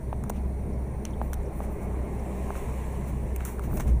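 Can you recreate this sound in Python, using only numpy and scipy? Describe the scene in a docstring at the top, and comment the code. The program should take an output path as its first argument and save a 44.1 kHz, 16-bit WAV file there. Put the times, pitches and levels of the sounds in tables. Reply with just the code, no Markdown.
"""Inside a car cruising along a coast road. The engine booms in the cabin at its firing rate, over
road rumble and tyre roar that brightens along a roadside wall. Near the end the wheels thump over
rough joints and ring the cabin. A hand turning a camera knocks, ticks and rubs on its plastic case.
Trim panels slip with faint squeaks."""
import sys
import numpy as np
from scipy import signal
from scipy.fft import rfft, irfft
from scipy.io import wavfile
from scipy.ndimage import uniform_filter1d

SR = 44100
rng = np.random.default_rng(int(sys.argv[2]) if len(sys.argv) > 2 else 0)


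def wav_record(signal):
    """Record a signal, one row per channel, as 16-bit PCM in the file named by sys.argv[1]."""
    frames = np.transpose(np.atleast_2d(signal))
    bounded = np.clip(frames, -1, 1)
    # unit amplitude maps onto the largest positive 16-bit level
    quanta = np.round(bounded * 32767).astype(np.int16)
    wavfile.write(sys.argv[1], SR, quanta)


N = 176400
TIME = np.arange(N) / SR


def engine():
    """Two firings per crank turn boom in the cabin; weaker crank orders waver around the boom."""
    # Each row: time in seconds, firing rate in Hz.
    firing_hz = [(0, 65.16), (.8, 65.2), (1.6, 64.45), (2.0, 63.8), (2.9, 63.75), (3.5, 63.13), (4, 62.4)]
    # Each row: time in seconds, relative boom level in dB.
    boom_db = [(0, -30.5), (.3, -36), (.42, -27), (.56, -30.5), (.66, -33.5), (.8, -28), (.99, -36),
               (1.22, -29), (1.42, -30), (1.55, -35), (1.68, -28.5), (1.78, -35), (1.9, -28.5),
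               (2.1, -31.5), (2.33, -32.5), (2.5, -31), (2.65, -36), (2.75, -28), (2.92, -30.5),
               (3.1, -31.5), (3.4, -28.5), (3.5, -35.5), (3.67, -27), (3.78, -36), (3.9, -26), (4, -45)]
    # Each row: multiple of the crank rate, level in dB.
    order_db = [(1, -60.5), (3, -51), (4, -52), (5, -54.5), (6, -48.5), (7, -54.5)]
    crank_rad = np.pi * np.cumsum(curve(firing_hz)) / SR
    tone = amp(curve(boom_db) - 2.27) * np.sin(2 * crank_rad)
    for order, db in order_db:
        gain = amp(db + 2.8 * drift(rate_hz=2.9))
        tone += gain * np.sin(order * crank_rad + 0.92 * drift(rate_hz=5.0))
    return np.sqrt(2) * tone


def road():
    """Rumble through the body, tyre roar, hiss thrown back from the roadside, and steady air."""
    # Noise spectra. Each row: frequency in Hz, relative density in dB.
    rumble_spectrum = [(10, -15), (25, 6), (45, -0.5), (62, 3), (82, -9), (115, -1.5), (150, -3.5),
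                       (175, -9), (210, -4), (270, -16), (400, -18), (800, -63.5)]
    roar_spectrum = [(100, -16), (235, -1), (285, -2.5), (320, 0), (355, -1.5), (420, 3), (480, -5),
                     (590, -2.5), (800, -8), (1020, -10.5), (1250, -20.5), (1700, -26.5), (2200, -21),
                     (3000, -40), (5000, -56.5)]
    hiss_spectrum = [(450, -9), (700, -0.5), (1020, 18.5), (1350, -7.5), (1700, 6), (2400, 4.5),
                     (2750, 0.5), (3200, -7), (4200, -10), (4850, -14), (5800, -8.5), (7500, -3.5),
                     (9000, -3.5), (10500, -5.5), (11300, -11), (13000, -13), (15000, -5.5)]
    air_spectrum = [(1000, -36), (1600, 9), (2150, 3.5), (3000, -7.5), (4000, -3.5), (4450, -2.5),
                    (4900, -10.5), (5400, -5.5), (5850, 1), (6500, -5.5), (7800, -2.5), (8700, 1.5),
                    (9700, 7.5), (10400, -4), (11200, -10), (13000, -6), (15000, 0)]
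    # Level curves. Each row: time in seconds, level in dB.
    rumble_db = [(0, -34.5), (1.0, -34.5), (1.2, -34), (1.5, -35), (2.3, -36.5), (2.7, -36), (3.2, -33.5),
                 (3.5, -37), (3.66, -34), (3.74, -24.5), (3.83, -31.5), (3.9, -29), (4, -30)]
    roar_db = [(0, -44.5), (.8, -42.5), (1.4, -41.5), (1.85, -39), (2.3, -39), (2.8, -41), (3.15, -42.5),
               (3.55, -41.5), (3.75, -41), (4, -44.5)]
    hiss_db = [(0, -85), (1.4, -62.5), (1.8, -59.5), (2.05, -57.5), (2.35, -50.5), (2.6, -48), (2.85, -49),
               (3.2, -54.5), (3.42, -52.5), (3.6, -62), (3.85, -57), (4, -65)]
    rumble = wash(rumble_spectrum, patchy_db=2.14, size=4096) * amp(curve(rumble_db))
    roar = wash(roar_spectrum, patchy_db=1.68, size=2048)
    roar *= amp(curve(roar_db) + 0.45 * drift(rate_hz=23))
    hiss = wash(hiss_spectrum, patchy_db=2.2, size=1024)
    hiss *= amp(curve(hiss_db) + 0.5 * drift(rate_hz=8.0))
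    air = wash(air_spectrum, patchy_db=2.2, size=1024) * amp(-60)
    return rumble + roar + hiss + air


def joint_thumps():
    """Each road joint rings the low modes of the cabin."""
    # Each row: start in seconds, level in dB.
    joints = [(3.698, -48), (3.745, -41), (3.857, -15), (3.907, -20)]
    # Each row: frequency in Hz, relative level in dB, T60 in seconds.
    cabin_modes = [(59.8, 1.5, 0.35), (118.7, -7.5, 0.17), (162, -13, 0.12), (204, -8, 0.081),
                   (396, -27, 0.1), (598, -20.5, 0.079)]
    out, t = np.zeros(N), TIME[:SR // 2]
    thump = ring(cabin_modes, t) * (1 - np.exp(-t / 0.0023))
    for start_s, db in joints:
        add(out, start_s, amp(db) * thump)
    return out


def finger_knocks():
    """A fingertip pushes the case through a few cycles, leaving a hollow ring and a faint rattle."""
    # Each row: start in seconds, level in dB, pitch in Hz.
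    knocks = [(0.1283, -19, 786), (.2390, -31, 1080), (.263, -39, 1050), (0.2992, -18.5, 680),
              (1.2148, -17, 765), (1.3309, -31, 1310), (1.6040, -22.5, 740), (2.5043, -22, 820),
              (2.553, -34, 1380), (3.4059, -36, 1530), (3.585, -39, 1500), (3.5945, -28.5, 1250),
              (3.711, -36, 1160), (3.731, -32.5, 1080), (3.775, -30.5, 900), (3.8, -24, 745),
              (3.805, -28, 990)]
    # Each row: frequency in Hz, relative level in dB, T60 in seconds.
    case_modes = [(367, -27, 0.037), (840, -26.5, 0.011), (1640, -20, 0.0093), (2430, -22, 0.0045)]
    rise_s, rattle_decay_s = 0.0011, 0.003
    out, t = np.zeros(N), TIME[:2048]
    rise = t / rise_s
    after_peak_s = np.maximum(t - rise_s, 0)
    hollow = ring(case_modes, after_peak_s)
    for start_s, db, hz in knocks:
        push = (rise * np.exp(1 - rise)) ** 3.55 * np.sin(2 * np.pi * hz * (t - rise_s))
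        rattle = case_noise(hz, width_oct=0.9, skirt_db=-27)[:len(t)]
        rattle *= np.minimum(rise, 1) * np.exp(-after_peak_s / rattle_decay_s)
        add(out, start_s, amp(db) * (push + hollow + amp(-22) * rattle))
    return out


def case_ticks():
    """The plastic slips under the grip with a snap that dies within milliseconds."""
    # Each row: start in seconds, level in dB, band centre in Hz, relative skirt level in dB.
    ticks = [(0.2383, -34, 13000, -10), (0.2973, -26, 10800, -12), (.3020, -30.5, 10300, -3),
             (1.0524, -25, 4940, -17), (1.3330, -25, 8400, -8), (1.3408, -30, 11500, -2),
             (3.362, -39, 2900, -20), (3.3620, -24, 13000, -14), (3.4066, -38, 2000, -24),
             (3.4515, -26.5, 9900, -23), (3.594, -34, 11000, 15)]
    decay_s, tail_s = 0.0012, 0.01
    out, t = np.zeros(N), TIME[:2048]
    envelope = np.exp(-t / decay_s) + amp(-30) * np.exp(-t / tail_s)
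    for start_s, db, hz, skirt_db in ticks:
        snap = case_noise(hz, width_oct=0.62, skirt_db=skirt_db)[:len(t)]
        add(out, start_s, amp(db) * snap * envelope)
    return out


def hand_rubs():
    """Fingers and sleeve slide on the case: friction hiss with small catches swells and dies away."""
    # Each row: start, rise and decay in seconds, level in dB, band centre in Hz, relative skirt in dB.
    rubs = [(0.309, 0.062, 0.02, -55, 3400, -4), (1.056, 0.0054, 0.024, -52.5, 3200, -22),
            (1.211, 0.018, .06, -51, 15000, -15), (1.51, 0.08, 0.022, -52, 12800, -28),
            (1.6, 0.037, 0.025, -49.5, 10000, 6), (1.69, 0.038, 0.042, -53.5, 14000, -22),
            (1.795, 0.038, 0.022, -53.5, 11100, -12), (2.53, 0.04, 0.047, -46.5, 11000, 13),
            (3.06, 0.026, 0.017, -46, 14080, 0), (3.384, 0.024, 0.059, -50.5, 1790, -2),
            (3.447, 0.01, 0.05, -38.5, 11100, -4), (3.611, 0.032, 0.041, -47.5, 15130, 5),
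            (3.682, 0.084, 0.044, -41, 16000, -13), (3.769, 0.0033, 0.0081, -37, 7050, 0),
            (3.796, 0.0034, 0.016, -35.5, 6800, 5), (3.861, 0.018, 0.027, -45.5, 9250, 12)]
    catches_per_s, catch_decay_s, crackle_db = 270, 0.00099, -6.5
    out = np.zeros(N)
    for start_s, rise_s, decay_s, db, hz, skirt_db in rubs:
        hiss = case_noise(hz, width_oct=0.53, skirt_db=skirt_db)
        t = TIME[:len(hiss)]
        catches = (rng.random(len(t)) < catches_per_s / SR) * rng.standard_normal(len(t))
        crackle = unit(signal.fftconvolve(catches, hiss * np.exp(-t / catch_decay_s))[:len(t)])
        slide = unit(hiss + amp(crackle_db) * crackle)
        envelope = np.minimum(t / rise_s, 1) * np.exp(-np.maximum(t - rise_s, 0) / decay_s)
        add(out, start_s, amp(db) * slide * envelope)
    return out


def trim_squeaks():
    """Trim panels slip against each other with a brief, narrow band of noise."""
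    # Each row: start in seconds, length in seconds, level in dB, pitch in Hz.
    squeaks = [(.722, .024, -70, 5600), (1.098, .022, -66, 5930), (1.128, 0.021, -62, 3330),
               (1.42, .028, -68, 7200), (1.45, 0.023, -69, 5700), (2.188, .02, -65, 5700)]
    out, hz = np.zeros(N), np.fft.rfftfreq(4096, 1 / SR)
    for start_s, length_s, db, pitch_hz in squeaks:
        spectrum = band(hz, pitch_hz, width_oct=0.11) * np.exp(2j * np.pi * rng.random(len(hz)))
        squeak = irfft(spectrum)[:round(length_s * SR)]
        add(out, start_s, amp(db) * unit(squeak * np.hanning(len(squeak))))
    return out


def case_noise(centre_hz, width_oct, skirt_db, size=16384):
    """Noise in the colour of the case: one band on a broad skirt, rms 1."""
    # Each row: frequency in Hz, relative density in dB.
    case_spectrum = [(200, -5), (600, -28), (1100, 13.5), (1700, 9.5), (2400, 8.5), (3100, -0.5),
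                     (4000, -4), (4850, -10), (5900, 3.5), (7000, 0.5), (9400, 1.5), (11200, -4.5),
                     (13000, -6), (15000, 4)]
    hz = np.fft.rfftfreq(size, 1 / SR)
    lift = amp(skirt_db) + band(hz, centre_hz, width_oct)
    return unit(irfft(rfft(rng.standard_normal(size)) * amp(spectrum_db(case_spectrum, hz)) * lift))


def wash(spectrum, patchy_db, size):
    """Coloured noise with small random patches in time and frequency, rms 1."""
    frames = dict(nperseg=size, noverlap=size * 3 // 4)
    hz, _, bins = signal.stft(rng.standard_normal(N), SR, **frames)
    patches = uniform_filter1d(rng.standard_normal(bins.shape), size=5, axis=0)
    patches = unit(uniform_filter1d(patches, size=6, axis=1))
    bins *= amp(spectrum_db(spectrum, hz)[:, None] + patchy_db * patches)
    return unit(signal.istft(bins, **frames)[1][:N])


def ring(modes, t):
    """Sum of decaying sines."""
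    return sum(amp(db - 60 * t / t60_s) * np.sin(2 * np.pi * hz * t) for hz, db, t60_s in modes)


def drift(rate_hz):
    """Smooth random wander, rms 1."""
    hz = np.fft.rfftfreq(N, 1 / SR)
    return unit(irfft(rfft(rng.standard_normal(N)) * np.exp(-(hz / rate_hz) ** 2) * (hz > 0), N))


def band(hz, centre_hz, width_oct):
    """Gaussian gain over log frequency."""
    return np.exp(-0.5 * (np.log2((hz + 1) / centre_hz) / width_oct) ** 2)


def spectrum_db(points, hz):
    """Spectrum interpolated over log frequency."""
    point_hz, db = np.transpose(points)
    return np.interp(np.log(hz + 1), np.log(point_hz), db)


def curve(points):
    """Control curve at every sample."""
    return np.interp(TIME, *np.transpose(points))


def amp(db):
    """Decibels to gain."""
    return 10 ** (np.asarray(db) / 20)


def unit(x):
    """Scales to rms 1."""
    return x / np.sqrt(np.mean(x ** 2) + 1e-20)


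def add(mix, start_s, sound):
    """Mixes a sound in place."""
    part = mix[max(round(start_s * SR), 0):][:len(sound)]
    part += sound[:len(part)]


def scene():
    """Car and hand, mono."""
    car = engine() + road() + joint_thumps() + trim_squeaks()
    hand = finger_knocks() + case_ticks() + hand_rubs()
    return (car + hand)[None]


def record(dry):
    """The microphone port partly cancels a narrow band; a low-pass limits the treble."""
    port_hz, notch_depth, cutoff_hz = 4820, 0.45, 15400
    notched = signal.lfilter(*signal.iirnotch(port_hz, Q=7.7, fs=SR), dry)
    coloured = dry + notch_depth * (notched - dry)
    lowpass = signal.firwin(401, cutoff_hz, window=("kaiser", 8), fs=SR)
    return signal.oaconvolve(coloured, lowpass[None], "same")


dry = scene()
out = record(dry)
wav_record(out)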